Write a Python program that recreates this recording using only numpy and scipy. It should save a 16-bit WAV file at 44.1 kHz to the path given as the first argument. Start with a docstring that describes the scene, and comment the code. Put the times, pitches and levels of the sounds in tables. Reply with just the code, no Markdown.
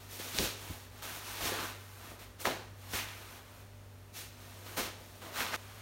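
"""A flat cord slides over cotton: wide sleeves are tied back in a hard-walled kitchen, one microphone.
Stick-slip friction makes the cloth rustle and the cord hiss. Folds snap taut and the room answers;
flapping sleeves push low puffs of air. An appliance hums at the mains frequency throughout.
The last rustle cuts off abruptly, leaving a soft hiss over the hum."""
import sys
import numpy as np
from scipy import signal
from scipy.fft import rfft, irfft, next_fast_len
from scipy.io import wavfile
from scipy.ndimage import map_coordinates

SR = 44100
rng = np.random.default_rng(int(sys.argv[2]) if len(sys.argv) > 2 else 0)


def dump(signal):
    """Clip the signal to [-1, 1] and save it as 16-bit WAV at the path in sys.argv[1]."""
    limited = np.clip(np.atleast_2d(signal).T, -1, 1)
    pcm = np.round(limited * 32767).astype(np.int16)
    wavfile.write(sys.argv[1], SR, pcm)


N = 256476
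TIME = np.arange(N) / SR
STOP_S = 5.563
LOW_CUT_HZ, TOP_HZ = 30, 15850
SWELL_POWER, SNAP_CYCLES = 1.27, 1.23
RUB_FALL_DB_PER_S, FOLDS_FALL_DB_PER_S, CORD_FALL_DB_PER_S = 117, 126, 161

# appliance partials (frequency [Hz], rms level [dB])
HUM_PARTIALS = [(49.6, -66.5), (98.2, -55), (147.5, -74), (246.6, -68), (397, -74.5), (445, -78.5),
                (592, -73.5)]
# room air, room rumble, closing hiss: spectra (frequency [Hz], relative density [dB])
AIR_SPECTRUM = [(100, -34), (170, 0.5), (320, -2.5), (500, -1), (800, -4.5), (1500, -7), (3000, -12),
                (6000, -15.5), (15000, -19)]
RUMBLE_SPECTRUM = [(20, -30), (35, -15), (50, -1.5), (110, -7.5), (200, -20), (600, -50)]
HISS_SPECTRUM = [(100, -18), (250, -9.0), (1000, -0.5), (3000, -5), (7000, -11.5), (15000, -14)]
# kitchen decay (frequency [Hz], T60 [s])
KITCHEN_T60 = [(100, 0.95), (300, 0.79), (1500, 0.99), (5000, 0.59), (13000, 0.79)]
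# sleeve flaps (time [s], rms level at crest [dB], swell [s], upper edge [Hz])
SLEEVE_FLAPS = [(.345, -43, 0.0064, 400), (0.387, -33.5, 0.021, 470), (0.696, -39, 0.012, 304),
                (1.405, -46, 0.029, 252), (2.455, -48, 0.019, 450), (2.932, -43, 0.012, 400),
                (4.77, -49.5, 0.026, 400), (5.37, -51.5, 0.031, 260)]
# cloth and cord snapping taut (time [s], level [dB], pitch [Hz], echo [dB re crack])
TAUT_SNAPS = [(.199, -34, 415, -5), (.387, -10.5, 4400, -2.5), (.3885, -32.5, 430, 6),
              (.4483, -27, 3880, 6), (1.414, -41, 1210, 9), (1.52, -31, 400, 0), (2.118, -40.5, 480, 0.5),
              (2.455, -13.5, 1670, -13), (2.4664, -29, 430, -8), (2.4718, -22, 720, -4.5),
              (2.935, -33, 396, -8), (2.937, -29.5, 1820, 4), (2.989, -25, 2420, 8),
              (5.406, -18.5, 2180, -7), (5.5422, -19, 1740, -1)]
# strokes over the cloth (time [s], swell [s], hold [s], rub level [dB], rub centre [Hz],
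# folds before trim [dB re rub], cord before trim [dB re rub])
# cord drawn out 0.1 s, thrown over the shoulder 1 s, pulled tight 2.4 s, tied 3 s; arms swing 4.6 s
CLOTH_STROKES = [ (0.0, 0.0033, 0.096, -58, 1750, -2, -2.5), (0.078, 0.041, 0.054, -50.5, 2250, -5, 1.5),
                 (0.179, 0.019, 0.1, -46, 2280, -5.5, -1), (0.29, 0.098, 0.065, -37, 2680, -8.5, -2),
                 (0.528, 0.095, 0.12, -51.5, 1550, -2.5, -0.5), (.74, 0.054, 0.047, -58, 1700, -7, -1),
                 (0.855, 0.12, 0.083, -56, 1390, -6, -4), (1.019, .005, 0.16, -46.5, 1460, -8, -1.5),
                 (1.171, 0.11, 0.27, -45, 1710, -8.5, -2.5), (1.395, 0.02, 0.063, -41, 1500, -4, -3),
                 (1.405, 0.054, .015, -39, 2200, -4, -1.5), (1.49, 0.053, 0.066, -41, 1240, -3, -11),
                 (1.573, 0.043, 0.063, -44, 1360, -6.5, -3.5), (1.72, 0.092, 0.2, -59.5, 1500, -6, 0),
                 (1.928, 0.12, 0.071, -53, 1300, -3, -3), (2.186, .006, 0.035, -54, 1450, -8.5, -2.5),
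                 (2.382, 0.014, .004, -51, 1910, -12, -5), (2.392, 0.017, .015, -51.5, 1800, -1, 6.5),
                 (2.443, 0.011, 0.0059, -34, 1340, 1.5, -8.5), (2.72, .15, .02, -55, 1400, -7, -2),
                 (2.868, 0.055, .01, -48.5, 1900, -9, 0.5), (2.921, 0.02, 0.031, -38.5, 1850, -10.5, -1.5),
                 (2.954, 0.026, 0.0072, -45, 2170, -5, -8), (2.998, 0.085, 0.29, -53.5, 1380, -5, -3.5),
                 (3.378, .12, 0.11, -60, 1180, -2.5, -3), (4.121, 0.05, 0.04, -47.5, 2850, -10, 0),
                 (4.263, 0.17, 0.19, -57, 1630, -2, -2), (4.622, 0.044, 0.096, -51.5, 1300, -2, -2),
                 (4.761, .017, 0.019, -35.5, 1760, -2, -2), (4.93, .08, 0.37, -59.5, 1580, -1, -2),
                 (5.208, .014, 0.065, -50, 1100, 0.5, -6), (5.312, 0.093, .004, -34.5, 1440, -7.5, -5.5),
                 (5.43, .045, .02, -45.5, 1400, -6, -9), (5.497, 0.043, 0.0037, -37, 1520, -4.5, -9), ]
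# hollow tone of a sleeve swinging open (time [s], centre band lift [dB])
HOLLOW_LIFT = [(1.5, 0.5), (1.58, 6), (1.72, 2), (1.9, 4), (2.9, -2.5), (3, 1), (3.1, 2.5), (5.1, -0.5),
               (5.25, 1.5), (5.45, 5), (5.56, 2)]
# air puff, rubbing cloth, loose folds, cord: spectra (frequency [Hz], relative density [dB])
PUFF_SPECTRUM = [(25, -35), (45, 9), (80, 4.5), (150, 0), (260, -1.5), (450, 2.5)]
RUB_SPECTRUM = [(350, -31), (700, -2), (1000, 1), (1600, -1), (2400, -1.5), (4000, -3), (6000, -7.5),
                (8500, -14), (14000, -43)]
FOLDS_SPECTRUM = [(70, -55), (130, -8), (250, 1.5), (400, 2), (700, 0), (1000, -12), (2000, -25)]
CORD_SPECTRUM = [(2500, -21.5), (4500, -3.5), (6500, -1), (9000, -0.5), (12500, 0), (15500, -1.5)]
# microphone dips (frequency [Hz], width [Hz], gain [dB])
MIC_DIPS = [(4910, 250, -3), (7680, 360, -3.5), (10500, 450, -3.5)]


def amp(db):
    """Decibels to gain."""
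    return 10 ** (np.asarray(db) / 20)


def unit(x):
    """Scale to rms 1."""
    return x / np.sqrt(np.mean(x ** 2) + 1e-20)


def along(points, hz):
    """Interpolate (frequency [Hz], value) points on a log axis."""
    knots_hz, values = np.transpose(points)
    return np.interp(np.log(hz + 1), np.log(knots_hz), values)


def wobble(knots_per_s):
    """Smooth random curve."""
    knots = rng.standard_normal(int(N * knots_per_s / SR) + 4)
    return map_coordinates(knots, [TIME * knots_per_s])


def filtered(x, response):
    """Zero-phase filter with gain response(hz)."""
    size = next_fast_len(N + 8192)
    return irfft(rfft(x, size) * response(np.fft.rfftfreq(size, 1 / SR)), size)[:N]


def coloured(x, spectrum):
    """Shape x by a spectrum, at rms 1."""
    return unit(filtered(x, lambda hz: amp(along(spectrum, hz))))


def room_air():
    """Steady quiet air and low rumble."""
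    air = amp(-60) * coloured(rng.standard_normal(N), AIR_SPECTRUM)
    rumble = amp(-61.5) * coloured(rng.standard_normal(N), RUMBLE_SPECTRUM)
    return air + rumble


def appliance_hum():
    """Mains hum; each partial wavers in level and phase."""
    hum = np.zeros(N)
    for hz, db in HUM_PARTIALS:
        peak = np.sqrt(2) * amp(db + 1.4 * wobble(2.93))
        hum += peak * np.sin(2 * np.pi * hz * TIME + 1.12 * wobble(4.4))
    return hum


def closing_hiss():
    """Soft even hiss after the rustle cuts off abruptly."""
    return amp(-54) * coloured(rng.standard_normal(N), HISS_SPECTRUM)


def room_tail(early_db, early_t60_s):
    """Diffuse impulse response of energy 1: fast decay off near walls plus the kitchen's longer one."""
    hz, t, noise = signal.stft(rng.standard_normal(SR // 2), SR, nperseg=256)
    late = amp(-60 * t / along(KITCHEN_T60, hz)[:, None])
    early = amp(early_db - 60 * t / early_t60_s)
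    tail = signal.istft(noise * (late + early), SR, nperseg=256)[1]
    return tail / np.linalg.norm(tail)


def near_walls(x):
    """Quick reflections off tiles, worktop and ceiling comb the sound."""
    delays_s = rng.uniform(.002, .022, size=8)
    signs = rng.choice([-1, 1], size=8)
    echoes = sum(sign * np.roll(x, round(delay_s * SR)) for delay_s, sign in zip(delays_s, signs))
    return x + amp(-21) * echoes


def flaps():
    """A swinging sleeve pushes a soft low puff of air."""
    out = np.zeros(N)
    for start_s, db, swell_s, edge_hz in SLEEVE_FLAPS:
        age = np.maximum(TIME - start_s, 0) / swell_s
        noise = rng.standard_normal(N)
        puff = filtered(noise, lambda hz: amp(along(PUFF_SPECTRUM, hz)) / (1 + (hz / edge_hz) ** 6))
        out += amp(db) * age * np.exp(1 - age) * unit(puff)
    return out


def snaps():
    """A fold pulled taut cracks for a cycle or two with a spit of slipping fibres; the room answers."""
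    out = np.zeros(N + SR)
    t = np.arange(SR // 20) / SR
    for start_s, db, hz, echo_db in TAUT_SNAPS:
        age = 3 * hz * t / SNAP_CYCLES
        spit = amp(-21.5) * rng.standard_normal(len(t))
        crack = amp(db) * age * np.exp(1 - age) * (np.sin(2 * np.pi * hz * t) + spit)
        echo = amp(echo_db) * signal.fftconvolve(crack, room_tail(early_db=1.0, early_t60_s=0.11))
        onset = round(start_s * SR)
        out[onset:onset + len(crack)] += crack
        out[onset:onset + len(echo)] += echo
    return out[:N]


def friction(slips_per_s, slip_share):
    """Uneven stick-slips over the smooth hiss of many fibres, mixed by power."""
    slips = (rng.random(N) < slips_per_s / SR) * rng.standard_normal(N)
    return np.sqrt(slip_share) * unit(slips) + np.sqrt(1 - slip_share) * rng.standard_normal(N)


def stroke_curves():
    """Strokes swell, hold and die away, cord hiss first; overlaps add in power."""
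    rub, folds, cord, weighted_hz = np.zeros((4, N))
    for start_s, swell_s, hold_s, db, centre_hz, folds_db, cord_db in CLOTH_STROKES:
        level = amp(db) * np.clip((TIME - start_s) / swell_s, 1e-4, 1) ** SWELL_POWER
        released_s = np.maximum(TIME - start_s - swell_s - hold_s, 0)
        power = (level * amp(-RUB_FALL_DB_PER_S * released_s)) ** 2
        rub += power
        weighted_hz += power * centre_hz
        folds += (level * amp(folds_db - FOLDS_FALL_DB_PER_S * released_s)) ** 2
        cord += (level * amp(cord_db - CORD_FALL_DB_PER_S * released_s)) ** 2
    return 10 * np.log10(rub), weighted_hz / rub, 10 * np.log10(folds / rub), 10 * np.log10(cord / rub)


def focused(x, centre_hz, width_oct, tilt_db_per_oct2):
    """Lift a band around a moving centre and tilt the spectrum with it, at steady power."""
    hz, t, bins = signal.stft(x, SR, nperseg=256)
    pitch_oct = np.log2(np.maximum(hz[:, None], 300) / 1700)
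    centre_oct = np.log2(np.interp(t, TIME, centre_hz) / 1700)
    lift_db = np.interp(t, *np.transpose(HOLLOW_LIFT))
    band = np.exp(-((pitch_oct - centre_oct) / width_oct) ** 2)
    gain = amp(lift_db * band + tilt_db_per_oct2 * centre_oct * pitch_oct)
    power = np.mean(np.abs(bins) ** 2, axis=1, keepdims=True)
    gain /= np.sqrt(np.sum(power * gain ** 2, axis=0))
    return unit(signal.istft(bins * gain, SR, nperseg=256)[1][:N])


def rustle():
    """Cloth rubs on cloth, each stroke at its own pitch; folds murmur below, the cord hisses above."""
    rub_db, centre_hz, folds_db, cord_db = stroke_curves()
    grip_db = rub_db + 0.34 * wobble(45)  # contact catches and lets go
    fibres = near_walls(friction(slips_per_s=1600, slip_share=0.26))
    creases = near_walls(friction(slips_per_s=200, slip_share=0.24))
    weave = near_walls(friction(slips_per_s=2000, slip_share=0.3))
    rub = focused(coloured(fibres, RUB_SPECTRUM), centre_hz, width_oct=0.25, tilt_db_per_oct2=3.5)
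    folds = amp(folds_db - 2.5) * coloured(creases, FOLDS_SPECTRUM)
    cord = amp(cord_db + 0.5) * coloured(weave, CORD_SPECTRUM)
    return amp(grip_db) * (rub + folds + cord)


def scene():
    """Cloth sound, cut at STOP_S, over the steady room; both channels alike."""
    cloth = rustle() + snaps() + flaps()
    mono = np.where(TIME < STOP_S, cloth, closing_hiss()) + appliance_hum() + room_air()
    return np.array([mono, mono])


def record(dry):
    """Microphone: low cut, narrow treble dips, steep band limit."""
    def response(hz):
        low_cut = hz ** 4 / (hz ** 4 + LOW_CUT_HZ ** 4)
        dips_db = sum(db * np.exp(-((hz - dip_hz) / width_hz) ** 2) for dip_hz, width_hz, db in MIC_DIPS)
        return low_cut * amp(dips_db) * (hz < TOP_HZ)

    return np.array([filtered(channel, response) for channel in dry])


dry = scene()
out = record(dry)
dump(out)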